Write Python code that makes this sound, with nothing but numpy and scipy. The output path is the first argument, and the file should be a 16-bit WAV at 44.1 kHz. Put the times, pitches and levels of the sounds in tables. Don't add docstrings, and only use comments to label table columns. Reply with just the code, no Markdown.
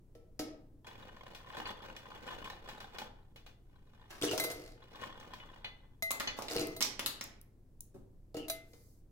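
import sys
import numpy as np
from scipy import signal
from scipy.fft import rfft, irfft
from scipy.io import wavfile

SR = 44100
rng = np.random.default_rng(int(sys.argv[2]) if len(sys.argv) > 2 else 0)


def waveform_to_disk(signal):
    frames = np.transpose(np.atleast_2d(signal))
    scaled = np.clip(frames, -1, 1) * 32767
    samples = np.round(scaled).astype(np.int16)
    wavfile.write(sys.argv[1], SR, samples)


N = 401751
JAR_LAG, BOWL_LAG = -6, 5

# f/Hz, level/dB
SHELL_COLOUR = [(100, -21.5), (400, 0), (2500, -5.5), (5500, -3), (8300, -12), (11000, -8.5), (16000, -14)]
# first contact t/s, build-up/s, rattle level before trims/dB, heap shifting/s
POURS = [(4.211, 0.012, -34, 0.5), (6.48, 0.078, -36, 0.15)]


def heap(settle_db=-6, rumble_db=-5, off_pitch_db=-8, hollow_db=-5, clatter_db=-7, shell_hz=4600):
    # t/s, shell click level/dB, thud level/dB, thud pitch f/Hz
    landings = [(0.1515, -60.5, -48.5, 500), (0.3932, -35.5, -31.5, 530), (0.397, -40, -35.5, 308),
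                (4.2155, -41, -34, 347), (4.2325, -32, -26, 378), (4.2425, -32, -42, 383),
                (4.3126, -31.5, -38, 398), (4.3317, -35.5, -28.5, 647), (4.378, -28, -45.5, 445),
                (4.445, -34.5, -36, 493), (4.5016, -37, -37, 660), (6.556, -52, -29.5, 444),
                (6.612, -37, -34, 308), (8.3445, -47, -34, 497), (8.3682, -41.5, -38, 308),
                (8.734, -55.5, -55.5, 473)]
    # f/Hz, level/dB, t60/s
    jar_modes = [(141, -3, 0.044), (307.3, -0.5, 0.09), (383.7, 0.5, 0.055), (446, 6, 0.042),
                 (483, 6.5, 0.042), (644.5, -5.5, 0.12), (751.6, -7, 0.069), (1284, -14.5, 0.19)]
    shells, thuds = np.zeros((2, N)), np.zeros((2, N))
    shell = colour(SHELL_COLOUR)
    for s, shell_db, thud_db, hz in landings:
        blow = [(hz / np.sqrt(2), off_pitch_db), (hz, 0), (hz * np.sqrt(2), off_pitch_db)]
        snap = click(shell, JAR_LAG, snap_s=0.00058, rattle_s=0.011, rattle_db=-1.0)
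        add(shells, s, amp(shell_db) * snap)
        add(shells, s, amp(shell_db + hollow_db) * ring(husk(shell_hz), JAR_LAG, detune=0.2))
        add(thuds, s, amp(thud_db) * ring(jar_modes, JAR_LAG, detune=0.02, tilt=blow))
    rattle = pouring() * grains(530, 11.0, JAR_LAG)
    body = ring(jar_modes, JAR_LAG)
    shells += amp(settle_db) * convolve(rattle, shell)
    shells += amp(clatter_db) * pouring() * clatter(husk(shell_hz), 200, JAR_LAG, 0.25)
    thuds += amp(rumble_db) * convolve(rattle[:1], body / np.linalg.norm(body[0]))
    return kitchen(shells, near_db=-6.0, tail_db=-3.5) + kitchen(thuds, near_db=-28, tail_db=-4.0)


def pouring():
    fall_db_per_s = 146.5
    shift_db, shift_release_s = -58.5, 0.017
    fall_s = 20 / np.log(10) / fall_db_per_s
    total = 0
    for s, rise, db, shifting in POURS:
        rush = amp(db) * held(s, rise, rise, fall_s)
        total = total + rush + amp(shift_db) * held(s, rise, shifting, shift_release_s)
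    return total


def husk(hz):
    # multiple of the shell's pitch, level/dB, t60/s
    shell_modes = [(.46, -7.5, 0.013), (0.998, 2.5, 0.0072), (1.45, -1, 0.0057)]
    return [(hz * ratio, db, t60) for ratio, db, t60 in shell_modes]


def clatter(modes, per_s, lag, detune):
    out = np.zeros((2, N))
    for when, force in rng.random((int(per_s * N / SR), 2)):
        add(out, when * N / SR, force ** 3 * ring(modes, lag, detune))
    return evened(out)


def glass(tick_db=-3, wall_db=3):
    # t/s, tick and high-mode level/dB, low-mode level/dB, singing note level/dB
    clinks = [(4.399, -27.5, -36, -34.5), (4.439, -30, -44, -62), (4.514, -40, -46, -60),
              (6.024, -32.5, -40, -32), (6.107, -35, -52, -64), (6.615, -44, -44, -45),
              (6.765, -41, -47, -53), (8.483, -39, -47, -56), (8.499, -28, -34.5, -53)]
    # f/Hz, level/dB, t60/s
    glass_modes = [(657, 0, .27), (1285, -16, .2), (2060, -18, .5), (2065, 0, .58), (3920, -13, .14),
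                   (4032, -18, .16), (4160, -17, .16), (4673, -21, .2), (5900, -18, .12)]
    # t/s, length/s, level/dB
    skids = [(4.279, 0.056, -44), (8.355, 0.1, -54.5)]
    upper_hz, upper_db, upper_t60_s = (8570, 13800), -17, 0.16
    ticks, rings = np.zeros((2, N)), np.zeros((2, N))
    tick = colour([(2500, -12.0), (7500, -10), (9000, -8.0), (16000, -10.5)])
    for s, high_db, low_db, note_db in clinks:
        blow = [(2060, low_db), (2065, note_db), (4000, high_db + wall_db), (4700, high_db)]
        snap = click(tick, JAR_LAG, snap_s=0.00048, rattle_s=0.005, rattle_db=-15)
        add(ticks, s, amp(high_db + tick_db) * snap)
        upper = [(hz, upper_db, upper_t60_s) for hz in rng.uniform(*upper_hz, size=14)]
        add(rings, s, ring(glass_modes + upper, JAR_LAG, tilt=blow))
    rings += sum(skid(*row) for row in skids)
    return kitchen(ticks, near_db=1, tail_db=-5.5) + kitchen(rings, near_db=-17, tail_db=-21)


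def skid(start, length, db):
    squeak_hz, arch, judder_hz = 2780, 0.055, 110
    along = np.clip((np.arange(N) / SR - start) / length, 0, 1)
    pitch = squeak_hz * (1 + arch * np.sin(np.pi * along))
    turn = 2 * np.pi * np.cumsum(pitch) / SR
    lowpass = signal.butter(2, judder_hz, fs=SR, output="sos")
    judder = signal.sosfilt(lowpass, rng.standard_normal((2, N)))
    return amp(db) * held(start, length / 10, length, length / 10) * evened(judder * np.sin(turn))


def strays():
    # t/s, crack level/dB, low knock level/dB, top level/dB, shell pitch f/Hz
    bounces = [(6.107, -34, -20, -28.5, 7600), (6.1996, -33.5, -29.5, -34.5, 5030),
               (6.205, -35, -19.5, -40, 1240), (6.3887, -47, -20.5, -42, 794),
               (6.422, -41.5, -31.5, -42, 2650), (6.484, -36, -32, -50.5, 1870),
               (6.8071, -34.5, -24, -29.5, 2100), (6.8149, -27, -23, -32.5, 2220),
               (6.8246, -20, -35.5, -27.5, 5600), (6.8505, -42, -36, -35, 5940),
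               (6.9939, -27.5, -23.5, -35, 2020), (7.0614, -28, -23.5, -23.5, 2730),
               (7.211, -34, -27, -40, 4560)]
    # t/s, level/dB
    light_ticks = [(6.116, -29), (6.671, -41), (7.069, -35), (7.2406, -41), (7.414, -53), (7.807, -40)]
    # f/Hz, level/dB
    stone = [(80, -16), (220, 2.5), (550, 1.5), (800, 1), (5500, 10), (8500, 2), (11000, 3), (16000, 1)]
    cracks, ticks = np.zeros((2, N)), np.zeros((2, N))
    for s, mid_db, low_db, high_db, hz in bounces:
        upper = [(4000, mid_db), (12000, high_db)]
        blow = [(1000, low_db)] + upper
        shell_blow = [(1000, low_db - 8)] + upper
        add(cracks, s, click(colour(stone, blow), BOWL_LAG, snap_s=0.0005, rattle_s=0.007, rattle_db=-17))
        add(cracks, s, amp(-4) * ring(husk(hz), BOWL_LAG, tilt=shell_blow))
    for s, db in light_ticks:
        bright = colour(stone, [(1000, -41.5), (10000, 6.5)])
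        add(ticks, s, amp(db) * click(bright, BOWL_LAG, snap_s=0.00095, rattle_s=0.00095, rattle_db=-4.5))
    return kitchen(cracks, near_db=-1.1, tail_db=-0.59) + kitchen(ticks, near_db=-12.0, tail_db=-10.0)


def bowl(tap_db=-6, slip_ring_db=-3):
    # t/s, length/s, level before surges and trims/dB
    stirs = [(0.842, 2, -60), (4.763, 0.72, -61.5)]
    # tightest moment t/s, length/s, level before surges and trims/dB
    grabs = [(1.557, 0.2, -53.5), (1.688, 0.097, -50), (1.868, 0.1, -57.5), (2.328, 0.26, -53.5),
             (2.489, 0.08, -55), (3.003, 0.17, -53.5), (4.115, 0.97, -70), (5.04, 0.094, -55)]
    # t/s, level/dB
    slips = [(0.869, -50), (1.349, -47), (1.965, -48), (2.4442, -46), (2.688, -45.5), (2.804, -47.5),
             (2.985, -40.5), (3.36, -53.5), (3.464, -53), (5.014, -51), (5.2, -54.5)]
    # t/s, level before the tap trim/dB
    knocks = [(1.5694, -36.5), (1.673, -37), (2.5, -36.5), (4.957, -43), (5.037, -39), (5.336, -37.5)]
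    # t/s, level/dB, highest pitch reached by the contact f/Hz
    chinks = [(1.655, -38, 4600), (5.4, -47, 3450), (5.645, -35, 4200), (6.274, -28, 7000)]
    # f/Hz, level/dB, t60/s
    nut = [(980, 3, 0.025), (1720, 0, 0.015), (3300, -1, 0.016)]
    # f/Hz, level/dB
    rustle = [(120, 1), (450, 6.5), (970, -1), (1400, -3.5), (3400, -9), (5200, -14.5), (9000, -26.5),
              (16000, -23)]
    stir_attack_s, stir_release_s = 0.0096, 0.16
    uneven_db, pushes_per_s = 2.2, 14
    rustle_db, knock_db, china_db = -1.5, -2.5, -17
    light_top_hz = 3450

    motion = sum(amp(db) * held(s, stir_attack_s, length, stir_release_s) for s, length, db in stirs)
    motion = motion + sum(swell(*grab) for grab in grabs)
    pushes = rng.standard_normal(int(pushes_per_s * N / SR))
    surge = np.interp(np.arange(N), np.linspace(0, N, len(pushes)), pushes)
    motion = motion * amp(uneven_db * surge)
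    grinding = motion * grains(380, 5, BOWL_LAG)
    shells = amp(rustle_db) * convolve(grinding, colour(rustle))
    shells += amp(knock_db) * motion * clatter(nut, 130, BOWL_LAG, 0.085)
    china = chink(light_top_hz)
    shells += amp(china_db) * convolve(grinding, china / np.linalg.norm(china[0]))

    slip = colour(rustle, [(300, -3.0), (4000, 11.0)])

    def contact():
        return click(slip, BOWL_LAG, snap_s=0.00057, rattle_s=0.033, rattle_db=-14)

    for s, db in slips:
        add(shells, s, amp(db) * contact())
        add(shells, s, amp(db + slip_ring_db) * chink(light_top_hz))
    for s, db in knocks:
        add(shells, s, amp(db + tap_db) * ring(nut, BOWL_LAG, detune=0.05))
        add(shells, s, amp(db + 2 * tap_db) * contact())
    for s, db, hz in chinks:
        add(shells, s, amp(db) * chink(hz))
        add(shells, s, amp(db + tap_db) * convolve(contact(), colour([(1, 0)], reach(hz))))
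    return kitchen(shells, near_db=-0.076, tail_db=-6.5)


def reach(top_hz):
    return [(top_hz * 0.8, -2), (top_hz, 2), (top_hz * 1.12, -13)]


def chink(top_hz):
    # f/Hz, level/dB, t60/s
    china_modes = [(2020, -9, .12), (2546, -15, .09), (2960, -9, .12), (3475, -10, .13), (4190, -14, .13),
                   (4570, -11, .11), (5850, -16, .1), (6450, -17, .07)]
    return ring(china_modes, BOWL_LAG, tilt=reach(top_hz))


def hand():
    # loudest moment t/s, length/s, level before its colour/dB
    sleeve = (8.81, 0.45, -72.5)
    # f/Hz, level/dB
    cloth = [(2500, -22), (4500, 4.5), (16000, 6)]
    # t/s, level/dB
    bumps = [(7.046, -48), (7.943, -44.5)]
    # f/Hz, level/dB
    bump = [(50, -14), (130, -5), (500, -7.5), (1100, -26.5), (2200, -40.5)]
    drop_s = 0.12
    palm_db, attack_s, release_s = -53.5, 0.015, 0.071
    opening = sum(held(s - drop_s, attack_s, attack_s, release_s) for s, *_ in POURS)
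    sliding = convolve(grains(970, 3.0, JAR_LAG), colour(SHELL_COLOUR, [(1500, 4), (5500, -3.0)]))
    out = amp(palm_db) * opening * sliding
    out += swell(*sleeve) * convolve(rng.standard_normal((2, N)), colour(cloth))
    for s, db in bumps:
        thump = click(colour(bump), BOWL_LAG, snap_s=0.048, rattle_s=0.031, rattle_db=0, size=16384)
        add(out, s, amp(db) * thump)
    return kitchen(out, near_db=-0.068, tail_db=-4)


def ambience():
    # f/Hz, level/dB
    air_colour = [(30, 6), (48, -17), (110, -10), (350, -19), (1200, -42), (3000, -50)]
    # f/Hz, level/dB
    hum_partials = [(65, -66.5), (100, -67), (125, -69)]
    air_db = -59.5
    hz, t = np.fft.rfftfreq(N, 1 / SR), np.arange(N) / SR
    z = rfft(rng.standard_normal((2, N)))
    same = np.clip(read([(40, 0.95), (300, 0.85), (2000, 0.23)], hz), 0, 1)
    z[1] = same * z[0] + np.sqrt(1 - same ** 2) * z[1]
    low_cut = hz / np.hypot(hz, 15)
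    air = evened(irfft(z * amp(read(air_colour, hz)) * low_cut, N))
    knots = np.linspace(0, t[-1], 40)
    hum = 0
    for f, db in hum_partials:
        waver = np.interp(t, knots, rng.standard_normal(len(knots)))
        hum = hum + amp(db) * np.sin(2 * np.pi * f * t + waver)
    return amp(air_db) * air + hum


def kitchen(x, near_db, tail_db):
    # f/Hz, t60/s
    decay_times = [(150, 0.87), (4000, 0.39), (16000, 0.18)]
    t = np.arange(SR) / SR
    taps = rng.standard_normal((2, len(t)))
    hz, at, z = signal.stft(taps, SR)
    same = 1 / (1 + (hz[:, None] / 800) ** 2)
    z[1] = same * z[0] + np.sqrt(1 - same ** 2) * z[1]
    near = signal.istft(z)[1][:, :SR] * np.exp(-t / 0.0043) * (t > 0.002)
    fading = amp(-60 * at / read(decay_times, hz)[:, None])
    tail = np.roll(signal.istft(z * fading)[1][:, :SR], 400, axis=1)
    echoes = amp(near_db) * evened(near) + amp(tail_db) * evened(tail)
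    return x + convolve(x, echoes / np.sqrt(SR))


def click(response, lag, snap_s, rattle_s, rattle_db, size=4096):
    t = np.arange(size) / SR
    shape = np.exp(-t / snap_s) + amp(rattle_db) * np.exp(-t / rattle_s)
    burst = pair(rng.standard_normal((3, size)) * shape, lag)
    return convolve(10 * evened(burst) / np.sqrt(size), response)


def ring(modes, lag, detune=0, tilt=((1, 0),)):
    hz, db, t60 = np.transpose(modes)[:, :, None]
    t = np.arange(int(t60.max() * SR)) / SR
    strength, shift, side = rng.standard_normal((3, len(hz), 1))
    decay = amp(db + read(tilt, hz) + strength - 60 * t / t60)
    flip = np.pi * np.arange(len(hz))[:, None]
    turn = 2 * np.pi * hz * (1 + detune * shift) * t + flip
    spread = np.pi * hz * lag / SR + side * np.minimum(hz / 8000, 1)
    return np.array([(decay * np.sin(turn + k * spread)).sum(0) for k in (-1, 1)])


def grains(per_s, spread_db, lag):
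    levels = amp(spread_db * np.minimum(rng.exponential(1, N), 3))
    sizes = levels * (rng.random(N) < per_s / SR)
    fade = np.exp(-1 / (0.00085 * SR))
    power = signal.lfilter([1], [1, -fade], sizes ** 2 + 1e-9)
    return evened(pair(np.sqrt(power) * rng.standard_normal((3, N)), lag))


def swell(middle, length, db):
    phase = np.clip((np.arange(N) / SR - middle) / length, -0.5, 0.5)
    return amp(db) * np.cos(np.pi * phase)


def held(start, attack_s, length, release_s):
    t = np.arange(N) / SR - start
    return np.clip(t / attack_s, 0, 1) * np.exp(-np.maximum(t - length, 0) / release_s)


def colour(spectrum, tilt=((1, 0), (2, 0)), size=2048):
    hz = abs(np.fft.fftfreq(size, 1 / SR))
    gain = evened(amp(read(spectrum, hz))) * amp(read(tilt, hz))
    log_response = np.conj(signal.hilbert(np.log(gain + 1e-7)))
    return np.fft.ifft(np.exp(log_response)).real[:size // 2]


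def pair(x, lag, apart=0.4):
    apart = np.clip(apart, 0, 1)
    shared = [np.pad(x[0], (max(k, 0), 0))[:x.shape[1]] for k in (lag, -lag)]
    return np.sqrt(1 - apart) * np.array(shared) + np.sqrt(apart) * x[1:]


def convolve(x, response):
    return signal.fftconvolve(x, np.atleast_2d(response), axes=1)[:, :x.shape[1]]


def add(mix, s, sound):
    part = mix[:, round(s * SR):][:, :sound.shape[1]]
    part += sound[:, :part.shape[1]]


def read(points, hz):
    f, value = np.transpose(points)
    return np.interp(np.log(hz + 1), np.log(f + 1), value)


def evened(x):
    return x / np.sqrt(np.mean(x ** 2) + 1e-20)


def amp(db):
    return 10 ** (np.asarray(db) / 20)


def scene():
    return heap() + glass() + strays() + bowl() + hand() + ambience()


def record(dry):
    edge_hz = 15950
    hz = np.fft.rfftfreq(N, 1 / SR)
    balance_db = read([(200, 0.5), (5000, 1.0), (10000, -1.6)], hz)
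    heard = irfft(rfft(dry) * amp(np.array([balance_db, -balance_db]) / 2), N)
    lowpass = signal.firwin(301, edge_hz, window=("kaiser", 9), fs=SR)
    return signal.oaconvolve(heard, lowpass[None], "same")


dry = scene()
out = record(dry)
waveform_to_disk(out)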